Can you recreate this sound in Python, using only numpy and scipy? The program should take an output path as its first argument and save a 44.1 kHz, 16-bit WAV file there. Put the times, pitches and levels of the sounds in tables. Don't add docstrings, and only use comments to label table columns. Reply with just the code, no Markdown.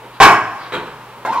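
import sys
import numpy as np
from scipy import signal
from scipy.fft import rfft, irfft, next_fast_len
from scipy.io import wavfile
from scipy.ndimage import uniform_filter1d, map_coordinates

SR = 44100
rng = np.random.default_rng(int(sys.argv[2]) if len(sys.argv) > 2 else 0)


def to_wav(sig):
    pcm = np.clip(np.atleast_2d(sig), -1, 1) * 32767
    pcm = np.round(pcm).astype(np.int16)
    wavfile.write(sys.argv[1], SR, pcm.T)


N = 61739

FFT_SIZE = next_fast_len(N, real=True)
FREQS = np.fft.rfftfreq(FFT_SIZE, 1 / SR)

CRACK_S, RING_RISE_S, RING_DIRECT, RING_ROOM_DB = 0.0046, 0.0052, 0.86, -16.5
TICK_S, STRING_RISE_S, TICK_DB, RACQUET_ROOM_DB = 0.0027, 0.0022, -24.5, -3

SQUEAK_JITTER, SQUEAK_DRY = .05, 0.51

AIR_DB, HUM_HZ, HUM_DB = -38.5, 121.2, -50.5

BUILD_S, DIRECT, DIRECT_SMEAR_S = 0.0033, .3, 0.00004
ROUND_TRIP_S, ROUND_TRIP_DB = 0.092, -20.5

DIFFUSE_HZ, DIFFUSE_MAX, PORT_LAG_S = 7000, 0.92, 4.8e-5

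LOW_CUT_HZ, TOP_HZ = 15, 15600
DRIVE_DB, HISS_DB = 0.5, -54
KNEE, CEILING = 8, .99


def ball():
    # (time [s], ring level [dB], centre of the ring [Hz], spread [octaves], crack level [dB])
    impacts = [(.2018, 5.5, 740, 0.64, -5.5), (.22, 4, 1340, 0.89, 1.5), (0.493, -28, 1020, 0.2, -56),
               (1.323, -16, 1140, 0.21, -26)]
    # (frequency [Hz], level [dB], t60 [s])
    rubber_modes = [(421, -5, .36), (694, -10, .42), (795, 1, .29), (858, -10, .3), (919, -9, .38),
                    (966, -13, .36), (1077, 0, .4), (1112, -9, .44), (1174, -9, .42), (1388, -15, .46),
                    (1445, -13, .48), (1518, -6, .44), (1572, -9, .4), (1659, -14, .38), (1900, -13, .46),
                    (2231, -7, .42), (2319, -12, .42), (2546, -18, .46), (3025, -14, .32)]
    # (frequency [Hz], level [dB])
    crack_shape = [(30, -55), (70, -28), (125, -17), (200, -21), (400, -7.5), (540, -12), (760, -5),
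                   (930, -6), (1130, 2.5), (1300, -9), (1550, -2.5), (2000, -9.5), (2300, -6.5),
                   (2800, -14), (3700, -22.5), (4850, -22), (7500, -27.5), (15000, -39.5)]
    rings, cracks = 0, 0
    for s, ring_db, centre_hz, spread, crack_db in impacts:
        excited = []
        for hz, db, t60 in rubber_modes:
            octaves = np.log2(hz / centre_hz)
            excited.append((hz, db - 3 * (octaves / spread) ** 2, t60))
        rings = rings + at(undb(ring_db) * ring(excited, RING_RISE_S), s)
        cracks = cracks + at(undb(crack_db) * push(CRACK_S), s)
    into_room = undb(RING_ROOM_DB) * rings + colour(cracks, crack_shape)
    return RING_DIRECT * rings + echo(into_room)


def racquet():
    # (time [s], level [dB])
    strokes = [(1.2505, -17)]
    # (frequency [Hz], level [dB], t60 [s])
    string_modes = [(685, -9, 0.048), (1036, 11, 0.026), (1345, 4, 0.018), (1617, -3.5, 0.047),
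                    (2113, -15, 0.093), (2730, -30, 0.17)]
    # (frequency [Hz], level [dB])
    tick_shape = [(30, -50), (120, -6), (300, 8), (800, 8.5), (2000, 1), (5000, -12.5), (15000, -27)]
    rings = sum(at(undb(db) * ring(string_modes, STRING_RISE_S), s) for s, db in strokes)
    ticks = sum(at(undb(TICK_DB) * push(TICK_S), s) for s, _ in strokes)
    into_room = undb(RACQUET_ROOM_DB) * rings + colour(ticks, tick_shape)
    return rings + echo(into_room)


def squeak():
    # (time [s], pitch before jitter [Hz], level [dB])
    glide = [(1.251, 640, -23), (1.272, 785.3, -23.5), (1.291, 881.4, -17), (1.307, 911.6, -18),
             (1.321, 1091, -16.5), (1.355, 1089, -24.5), (1.379, 1000, -13.5), (1.395, 930, -50)]
    # (multiple of the pitch, level [dB])
    overtones = [(1, -0.5), (2, -21), (3, -24.5), (4, -26), (5, -33), (6, -32)]
    t = clock()
    s, hz, db = np.array(glide).T
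    jitter = unit(uniform_filter1d(rng.standard_normal(N), size=90))
    pitch = np.interp(t, s, hz) * (1 + SQUEAK_JITTER * jitter)
    phase = 2 * np.pi * np.cumsum(pitch) / SR
    force = np.interp(t, s, undb(db), left=0, right=0)
    force = uniform_filter1d(force, size=130)
    tone = force * sum(undb(part_db) * np.sin(round(k) * phase) for k, part_db in overtones)
    return SQUEAK_DRY * tone + echo(tone)


def shoes():
    # (time [s], thud level [dB], slap level [dB], decay time of the trail [s])
    footfalls = [(0.031, -42, -45, 0.024), (0.723, -23.5, -23.5, 0.0096), (0.737, -24, -24.5, 0.01),
                 (.86, -40.5, -35.5, 0.024), (1.162, -42, -56, 0.045)]
    # (time [s], level [dB], time scale of the fade [s])
    slides = [(0.12, -43, 0.029), (0.566, -34, 0.075)]
    # (frequency [Hz], level [dB])
    thud_shape = [(30, -17), (80, -17.5), (140, -3.5), (220, -3.5), (300, -3.5), (400, 1), (520, -1),
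                  (900, -1), (2000, -20), (8000, -56)]
    # (frequency [Hz], level [dB])
    slap_shape = [(30, -41), (200, -28), (600, -8.5), (950, 0.5), (1400, -0.5), (1900, -7), (4100, -12.5),
                  (5000, -31.5), (7700, -27.5), (10000, -37), (15000, -38)]
    # (frequency [Hz], level [dB])
    scuff_shape = [(100, -38), (500, -8), (1400, 0.5), (2500, -12), (3600, -7.5), (4800, -7.5), (5800, -49),
                   (12000, -41)]
    t = clock()
    thuds, slaps, rubs = 0, 0, 0
    for s, thud_db, slap_db, length in footfalls:
        thuds = thuds + at(undb(thud_db) * push(length), s)
        slaps = slaps + at(undb(slap_db) * push(length), s)
    for s, db, length in slides:
        rub = rng.standard_normal(N) * t * np.exp(-(t / length) ** 2)
        rubs = rubs + at(undb(db) * blow(rub), s)
    return echo(colour(thuds, thud_shape) + colour(slaps, slap_shape) + colour(rubs, scuff_shape))


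def ring(modes, rise):
    t = clock()
    total = 0
    for hz, db, t60 in modes:
        decay = np.exp(-np.log(1000) * t / t60)
        total = total + undb(db) * np.sin(2 * np.pi * hz * t) * decay
    return (1 - np.exp(-t / rise)) * total


def push(length):
    t = clock()
    trail = rng.standard_normal(N) * np.exp(-t / length)
    return blow((t == 0) + 0.63 * trail / np.linalg.norm(trail))


def blow(x):
    return x / np.linalg.norm(x) * np.sqrt(.035 * SR)


def echo(x):
    return signal.fftconvolve(x[None], court(), axes=1)[:, :N]


def court():
    # (centre [Hz], early t60 [s], late t60 [s], level of the late tail [dB])
    decays = [(103, 0.85, 1.2, -24), (381, 0.48, 0.93, -24), (1000, 0.42, 2.67, -27.5),
              (2230, 0.38, 1.85, -27.5), (4700, 0.3, 3, -31), (12100, 0.28, 0.25, -10.5)]
    t, noise, out = clock(), diffuse(), 0

    def swell(age, t60):
        return (1 - np.exp(-age / BUILD_S)) * np.exp(-np.log(1000) * age / t60)

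    for hz, early, late, late_db in decays:
        weight = along([(row[0], row[0] == hz) for row in decays])
        band = wave(noise * weight)
        back = undb(ROUND_TRIP_DB) * swell(np.maximum(t - ROUND_TRIP_S, 0), early)
        wash = np.hypot(swell(t, early), back)
        out = out + band * (wash + undb(late_db) * swell(t, late))
    out = out / np.linalg.norm(out[0])
    first = np.exp(-t / DIRECT_SMEAR_S)
    return out + DIRECT * first / first.sum()


def diffuse():
    mid, side = rfft(rng.standard_normal((2, FFT_SIZE)))
    share = np.minimum(FREQS / DIFFUSE_HZ + 0.02, DIFFUSE_MAX)
    signs = np.array([[1], [-1]])
    return (mid + signs * share * side) / np.sqrt(1 + share ** 2)


def colour(x, points):
    cepstrum = wave(np.log(undb(along(points))))
    folded = np.r_[cepstrum[0], 2 * cepstrum[1:N // 2]]
    response = wave(np.exp(rfft(folded, FFT_SIZE)))[:SR // 20]
    return signal.oaconvolve(x, response / np.linalg.norm(response))[:N]


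def along(points):
    p = np.array(points, float)
    return np.interp(np.log(FREQS + 1), np.log(p[:, 0]), p[:, 1])


def wave(spectrum):
    return irfft(spectrum, FFT_SIZE)[..., :N]


def at(x, s):
    return np.r_[np.zeros(max(int(s * SR), 0)), x][:N]


def unit(x):
    return x / np.sqrt(np.mean(x ** 2))


def undb(db):
    return 10 ** (np.asarray(db) / 20)


def clock():
    return np.arange(N) / SR


def background():
    # (frequency [Hz], level [dB])
    air_shape = [(25, -17), (50, -8), (85, -32), (150, -8.5), (250, -7.5), (400, -4), (520, -3),
                 (700, -8.5), (920, 4.5), (1100, -3), (1400, -7), (2000, -11.5), (3000, -14), (4300, -21.5),
                 (6500, -36), (14000, -31.5)]
    air = unit(wave(diffuse() * undb(along(air_shape))))
    hum = unit(np.sin(2 * np.pi * HUM_HZ * clock()))
    return undb(AIR_DB) * air + undb(HUM_DB) * hum


def hiss():
    # (frequency [Hz], level [dB])
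    hiss_shape = [(100, -14), (3000, 5), (7000, 2.5), (11000, 2.5), (15000, -3)]
    noise = rfft(rng.standard_normal((2, FFT_SIZE)))
    return undb(HISS_DB) * unit(wave(noise * undb(along(hiss_shape))))


def scene():
    left, right = ball() + racquet() + squeak() + shoes() + background()
    late_left = map_coordinates(left, [np.arange(N) - PORT_LAG_S * SR], mode="nearest")
    return np.array([late_left, right])


def record(dry):
    low_cut = signal.butter(2, LOW_CUT_HZ, "high", fs=SR, output="sos")
    x = signal.sosfilt(low_cut, dry) * undb(DRIVE_DB) + hiss()
    x = CEILING * x / (1 + np.abs(x) ** KNEE) ** (1 / KNEE)
    top_cut = signal.ellip(8, .2, 70, TOP_HZ, fs=SR, output="sos")
    return signal.sosfilt(top_cut, x)


dry = scene()
out = record(dry)
to_wav(out)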